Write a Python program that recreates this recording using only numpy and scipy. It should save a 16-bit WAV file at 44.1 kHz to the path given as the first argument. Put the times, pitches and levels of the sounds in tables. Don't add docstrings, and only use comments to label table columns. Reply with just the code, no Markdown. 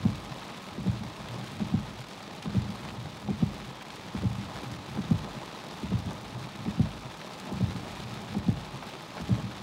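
import sys
import numpy as np
from scipy import signal
from scipy.io import wavfile
from scipy.ndimage import uniform_filter1d

SR = 44100
rng = np.random.default_rng(int(sys.argv[2]) if len(sys.argv) > 2 else 0)


def convert_level_to_amplitude(level_db):
    exponent = np.asarray(level_db, float) / 20
    return 10 ** exponent


def store_pcm(level_fs):
    pcm = np.round(np.clip(level_fs, -1, 1) * 32767).astype(np.int16)
    wavfile.write(sys.argv[1], SR, np.atleast_2d(pcm).T)


N = 424241


def evened(x):
    return x / np.sqrt(np.mean(x ** 2) + 1e-20)


def add(mix, s, sound):
    part = mix[max(round(s * SR), 0):][:len(sound)]
    part += sound[:len(part)]


def coloured(x, points):
    f, db = np.transpose(points)
    hz = abs(np.fft.fftfreq(8192, 1 / SR))
    curve_db = np.interp(np.log(hz + 1), np.log(f + 1), db)
    log_gain = np.log(convert_level_to_amplitude(np.maximum(curve_db, -100)))
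    taps = np.fft.ifft(np.exp(np.conj(signal.hilbert(log_gain)))).real[:4096]
    return signal.oaconvolve(x, taps)[:len(x)]


def drift(seconds):
    size = max(int(seconds * SR), 1)
    smooth = uniform_filter1d(rng.standard_normal(N), size)
    return evened(uniform_filter1d(smooth, size))


def hiss():
    steady = evened(coloured(rng.standard_normal(N), [(3000, -23), (7000, -3.0), (11000, -10.0), (16000, -3)]))
    whine = np.sin(2 * np.pi * 15729 * np.arange(N) / SR)
    return convert_level_to_amplitude(-80) * steady + convert_level_to_amplitude(-96) * whine


# (frequency [Hz], level [dB per Hz])
TICK_TONE = [(1000, -18), (2500, 0.), (7000, -6.), (12000, -14.), (16000, -20.)]


def ticks():
    per_s, spread_db = 50, 4.5
    hits = rng.random(N) < per_s / SR
    clicks = convert_level_to_amplitude(spread_db * np.minimum(rng.exponential(1, N), 4.)) * hits
    clicks = clicks * rng.choice([-1., 1.], N)
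    echo = convert_level_to_amplitude(-6.) * np.roll(clicks, 30)
    return convert_level_to_amplitude(-66.) * evened(coloured(clicks - echo, TICK_TONE))


def patter(per_s, spread_db, t60, wet_db, tail, largest):
    hits = rng.random(N) < per_s / SR
    size = convert_level_to_amplitude(spread_db * np.minimum(rng.exponential(1, N), largest)) * hits
    t = np.arange(SR // 10) / SR
    rise = (1 - np.exp(-t / (0.072 * t60))) ** 2
    power = rise * (convert_level_to_amplitude(-60 * t / t60) ** 2 + convert_level_to_amplitude(wet_db - 60 * t / tail) ** 2)
    strength = np.sqrt(abs(signal.oaconvolve(size ** 2, power)[:N]))
    return evened(strength * rng.standard_normal(N))


# (time [s], level [dB])
RAIN_LEVEL = [(0, -48.5), (.95, -49.5), (1.3, -48), (2., -50), (2.9, -49), (3.1, -50.5), (3.5, -49),
              (3.75, -50), (4.6, -48), (4.8, -50), (5., -48), (6., -49), (7.05, -49.5), (7.4, -48.5),
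              (8.1, -48), (8.5, -49), (8.9, -48.5), (9.62, -49)]
# (frequency [Hz], level [dB per Hz])
ROOF_TONE = [(15, -35), (25, -18), (43, -12), (70, -14), (148, -1), (182, 3.5), (232, 0.5), (280, -3.5),
             (310, -2.5), (476, -5.5), (575, -5.5), (730, -6), (838, -5), (1290, -11), (1500, -34.5),
             (1950, -26), (3300, -120)]
# (frequency [Hz], level [dB per Hz])
GLASS_TONE = [(710, -34.5), (1200, -5), (1280, -1.5), (1400, -3.5), (1930, -5), (2450, -4.5), (3010, -6.5),
              (3590, -4.5), (12900, -30.5), (15200, -34), (16000, -28)]


def rain():
    near = patter(per_s=260, spread_db=3.2, t60=.009, wet_db=-17, tail=0.035, largest=3.5)
    far = convert_level_to_amplitude(1.32 * drift(0.0032)) * rng.standard_normal(N)
    high = signal.butter(2, 7000, "high", fs=SR, output="sos")
    spray = patter(per_s=97, spread_db=1.0, t60=0.0045, wet_db=-16, tail=0.023, largest=5.4)
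    spray = signal.sosfilt(high, spray)
    glass = evened(coloured(far + convert_level_to_amplitude(-3) * near + convert_level_to_amplitude(-1.0) * spray, GLASS_TONE))
    roof = evened(coloured(rng.standard_normal(N) + convert_level_to_amplitude(-3) * near, ROOF_TONE))
    rain_db = np.interp(np.arange(N) / SR, *np.transpose(RAIN_LEVEL))
    swell_db = 0.14 * (rain_db - rain_db.mean())
    glass_db = rain_db + 1.5 + .7 * drift(.03)
    roof_db = rain_db + swell_db + 5 + 1. * drift(.03)
    return convert_level_to_amplitude(glass_db) * glass + convert_level_to_amplitude(roof_db) * roof


# (frequency [Hz], width [Hz], level [dB])
PANEL_RINGS = [(630, 25, -8), (834, 79, -8), (998, 40, -9), (1068, 73, -9), (1246, 33, -9), (3590, 43, -18),
               (3920, 150, -19.5)]


def panels(x):
    out = x.copy()
    for hz, width, db in PANEL_RINGS:
        out += convert_level_to_amplitude(db) * signal.lfilter(*signal.iirpeak(hz, hz / width, SR), x)
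    return out


STRAY_COUNT, STRAY_SPREAD_DB = 25, 1.5


def stray_drops():
    when, pitch = rng.random((2, STRAY_COUNT))
    size, depth = STRAY_SPREAD_DB * rng.standard_normal((2, STRAY_COUNT))
    low_hz, high_hz = 1600, 3900
    hz = low_hz * (high_hz / low_hz) ** pitch
    return list(zip(when * N / SR, -33.5 + size, hz, -49 + 2 * depth))


# (time [s], peak level [dB], ring frequency [Hz], roof thud level [dB])
LARGEST_DROPS = [(0.2937, -31, 3450, -34), (0.416, -26.5, 1730, -49), (0.4854, -28, 1590, -36),
                 (1.286, -25.5, 1970, -41), (1.473, -27, 2610, -46), (2.1306, -29, 3900, -35),
                 (2.4247, -25, 2940, -39), (2.7033, -28, 3280, -36), (2.8858, -28, 2390, -36),
                 (2.9033, -28, 2400, -44), (3.168, -27.5, 2080, -42), (3.6456, -28.5, 2460, -49),
                 (3.8107, -23.5, 1940, -41), (3.9033, -24, 2690, -40), (4.7152, -29, 3930, -39),
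                 (4.9723, -29, 1700, -39), (5.7084, -29, 3540, -43), (5.9883, -29, 3920, -39),
                 (6.1075, -29, 3850, -26), (6.3066, -31, 3330, -45), (6.8552, -27.5, 2660, -27),
                 (7.2145, -25, 2520, -41), (7.3336, -29, 3840, -41), (7.8326, -36, 3530, -29),
                 (8.8256, -25, 1510, -24), (8.9351, -26.5, 2370, -43), (9.179, -24, 2320, -31),
                 (9.2808, -27, 2780, -40), (9.421, -28, 2400, -46), (9.5127, -28, 1710, -42)]


def big_drops():
    out, t = np.zeros(N), np.arange(1500) / SR
    spread = (1 - np.exp(-t / .0013)) ** 2
    for s, db, hz, thud_db in LARGEST_DROPS + stray_drops():
        noise = rng.standard_normal(len(t))
        tone = [(hz * .2, -35), (hz * .55, -6), (hz, 0.), (hz * 1.6, -5), (hz * 2.6, -18), (hz * 5.5, -40)]
        fade = convert_level_to_amplitude(db - 10.5 - 60 * t / 0.018) + convert_level_to_amplitude(db - 20.5 - 60 * t / .06)
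        add(out, s - .001, spread * fade * evened(coloured(noise, tone)))
        thud = coloured(noise, [(250, -34), (600, -0.5), (1200, -7.0), (1600, -13), (4000, -47)])
        add(out, s - .002, spread * convert_level_to_amplitude(thud_db - 9 - 60 * t / 0.081) * evened(thud))
    return out


def stray_splashes():
    when = rng.random(STRAY_COUNT) * N / SR
    return list(zip(when, -42 + STRAY_SPREAD_DB * rng.standard_normal(STRAY_COUNT)))


# (time [s], peak level [dB])
NEAR_SPLASHES = [(.2563, -49), (.621, -41), (1.2855, -37), (1.4626, -37), (1.5174, -38), (2.0064, -38),
                 (2.4249, -37), (2.7033, -40), (3.1688, -41), (3.5808, -42), (3.6028, -45), (3.9579, -36),
                 (4.1824, -44), (4.5795, -44), (4.6349, -38), (4.7147, -39), (5.773, -41), (5.9778, -47),
                 (5.9878, -41), (6.107, -39), (6.1315, -37), (7.1721, -39), (7.3986, -34), (7.518, -43),
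                 (7.5258, -37), (8.3823, -38), (8.5021, -40), (8.8662, -38), (8.8917, -38), (9.0229, -40)]


def splashes():
    out, t = np.zeros(N), np.arange(1500) / SR
    bright = [(1500, -30), (4000, 0), (7000, -2.0), (10000, -6), (14000, -13.)]
    for s, db in NEAR_SPLASHES + stray_splashes():
        fade = convert_level_to_amplitude(db - 11.0 - 60 * t / 0.012) + convert_level_to_amplitude(db - 19.0 - 60 * t / .06)
        add(out, s, fade * evened(coloured(rng.standard_normal(len(t)), bright)))
    return out


# (time [s], level [dB])
DRAG_LEVEL = [(0., -34), (.15, -46), (.3, -53), (.4, -60), (.65, -53), (.75, -42), (.85, -37), (1.1, -45.5),
              (1.35, -45.5), (1.45, -50), (1.52, -39), (1.58, -39.5), (1.686, -42)]
# (frequency [Hz], level [dB per Hz])
DRAG_TONE = [(15, -44), (25, -40), (40, -19), (114, -1.5), (145, -4), (178, -9), (209, -1.5), (248, -22.5),
             (291, -9.5), (320, -18.5), (420, -46), (700, -120)]


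def rubber():
    cycle_s = 1.686
    phase = (np.arange(N) / SR - LOW_END_BLOWS[0][0]) % cycle_s
    rumble = evened(coloured(rng.standard_normal(N), DRAG_TONE))
    rumble = evened(rumble / (uniform_filter1d(rumble ** 2, 2000) + .1) ** .35)
    return convert_level_to_amplitude(np.interp(phase, *np.transpose(DRAG_LEVEL)) + 2.0 * drift(.03)) * rumble


def ring(hz, rise, t60):
    t = np.arange(int(SR * (rise + t60))) / SR
    swell = np.sin(np.pi / 2 * np.minimum(t / rise, 1)) ** 2
    fade = convert_level_to_amplitude(-60 * np.maximum(t - rise, 0) / t60)
    return -swell * fade * np.sin(2 * np.pi * hz * t)


def knocks(blows, modes, loose):
    out = np.zeros(N)
    for s, db in blows:
        for delay, hz, mode_db, rise, t60 in modes:
            late, sharp, strong = loose * rng.standard_normal(3)
            level = convert_level_to_amplitude(db + mode_db + 1.9 * strong)
            add(out, s + delay + 0.0021 * late, level * ring(hz * (1 + 0.018 * sharp), rise, t60))
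    return out


# (time [s], level [dB])
LOW_FLIP_BLOWS = [(1.602, -22.5), (3.288, -20.5), (4.971, -24.5), (6.66, -22), (8.35, -21.5)]
# (time [s], level [dB])
HIGH_FLIP_BLOWS = [(0.779, -29.5), (2.457, -28), (4.145, -28.5), (5.829, -29.5), (7.516, -28.5),
                   (9.199, -30)]
# (time [s], level [dB])
SLACK_BLOWS = [(1.007, -34), (2.689, -33), (4.379, -30), (6.063, -29), (7.75, -29.5), (9.436, -29)]
# (delay [s], frequency [Hz], peak level [dB], rise [s], 60 dB fade [s])
LOW_FLIP_MODES = [(-.002, 215, -8, 0.0034, 0.25), (-.002, 342, -14.5, 0.003, 0.14),
                  (-.002, 516, -15.5, 0.004, 0.026), (-.002, 783, -11.5, 0.0031, 0.026),
                  (.012, 192, 1, 0.012, 0.065), (.014, 274, -13, .008, 0.053),
                  (0.011, 410, -14, 0.0067, 0.051), (0.023, 119.7, -9.5, 0.014, 0.1),
                  (.025, 78.1, -13, 0.021, 0.082), (0.048, 199, -18.5, 0.0077, 0.12)]
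HIGH_FLIP_MODES = [(0., 224, 1, 0.0074, 0.079), (0., 356, -1.5, 0.0015, 0.03),
                   (.008, 172.4, 0, 0.017, 0.045), (.01, 100, -9.5, 0.0081, 0.18), (.01, 75, -7.5, .02, .2),
                   (.035, 199.6, -6, 0.0084, 0.12)]
SLACK_MODES = [(-.045, 198, -7.5, 0.0095, 0.18), (-.04, 121, -16, 0.031, 0.12),
               (0., 192.4, 3.5, 0.0072, 0.07), (.005, 113, -0.5, 0.0094, 0.12),
               (.022, 200, -2.5, .006, .09), (.055, 302, -13, 0.0063, .08)]


def flips():
    low = knocks(LOW_FLIP_BLOWS, LOW_FLIP_MODES, loose=0.525)
    high = knocks(HIGH_FLIP_BLOWS, HIGH_FLIP_MODES, loose=0.29)
    return low + high + knocks(SLACK_BLOWS, SLACK_MODES, loose=0.28)


# (time [s], level [dB])
LOW_END_BLOWS = [(.0529, 1), (1.7387, -0.5), (3.4246, 1.5), (5.11, 2), (6.7952, 1.5), (8.4832, 1)]
# (time [s], level [dB])
HIGH_END_BLOWS = [(.8735, 0.1), (2.5596, 0.11), (4.2454, 0.1), (5.9306, 0.1), (7.6174, 0.1), (9.3047, 0.1)]
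# (delay [s], frequency [Hz], peak level [dB], rise [s], 60
# dB fade [s])
LOW_END_MODES = [(-.025, 170, -29, 0.014, 0.06), (-.005, 215, -14, 0.015, 0.016),
                 (0., 280, -28.5, 0.0082, 0.042), (-.002, 340, -35, 0.0044, 0.056),
                 (-.002, 430, -42, 0.0063, 0.056), (-.003, 550, -39.5, 0.0055, 0.02),
                 (-.005, 750, -39, .007, .05), (.009, 140, -19, 0.0034, 0.079),
                 (0.0084, 108.6, -26, 0.012, 0.14), (0.0193, 78, -41, 0.033, 0.27),
                 (0.0197, 53, -44, 0.051, 0.96), (0.028, 206.5, -34.5, 0.023, 0.13),
                 (.03, 166, -33, 0.011, 0.21), (0.036, 283, -42, 0.0046, 0.055),
                 (0.062, 147.6, -35, 0.017, 0.13),
    (.14, 45, -53, 0.045, .4),
    (0.238, 131, -37, .03, 0.17),
]
# (delay [s], frequency [Hz], peak level [dB], rise [s], 60 dB fade [s])
HIGH_END_MODES = [(-.03, 185.6, -22.5, 0.039, 0.12), (-.015, 302, -27, 0.0032, 0.017),
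                  (-.013, 453, -35, 0.0026, 0.076), (-.013, 600, -35.5, 0.0021, .04),
                  (-.012, 810, -47, 0.003, 0.11), (0., 236, -27.5, 0.0079, 0.034),
                  (-.003, 117.2, -20.5, 0.029, 0.2), (0.013, 91.9, -27.5, 0.011, 0.19),
                  (0.019, 61.9, -37.5, 0.0067, 0.42), (.035, 119, -29, 0.011, .1),
                  (.3, 58, -46, 0.024, 0.44), (.4, 121.5, -36, 0.029, 0.67),
                  (0.498, 159, -34.5, 0.016, 0.044)]


def end_knocks():
    low = knocks(LOW_END_BLOWS, LOW_END_MODES, loose=.06)
    return low + knocks(HIGH_END_BLOWS, HIGH_END_MODES, loose=.06)


def scene():
    weather = hiss() + ticks() + convert_level_to_amplitude(-0.65) * panels(rain()) + big_drops() + splashes()
    wipers = rubber() + flips() + end_knocks()
    return (weather + wipers)[None]


def low_pass(x):
    return signal.sosfilt(signal.butter(12, 16250, fs=SR, output="sos"), x)


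def record(dry):
    x = signal.sosfilt(signal.butter(2, 36, "high", fs=SR, output="sos"), dry)
    treble_edge = signal.firwin(2047, 15780, window=("kaiser", 9), fs=SR)
    x = signal.oaconvolve(x, treble_edge[None], "same")
    return low_pass(x)


dry = scene()
out = record(dry)
store_pcm(out)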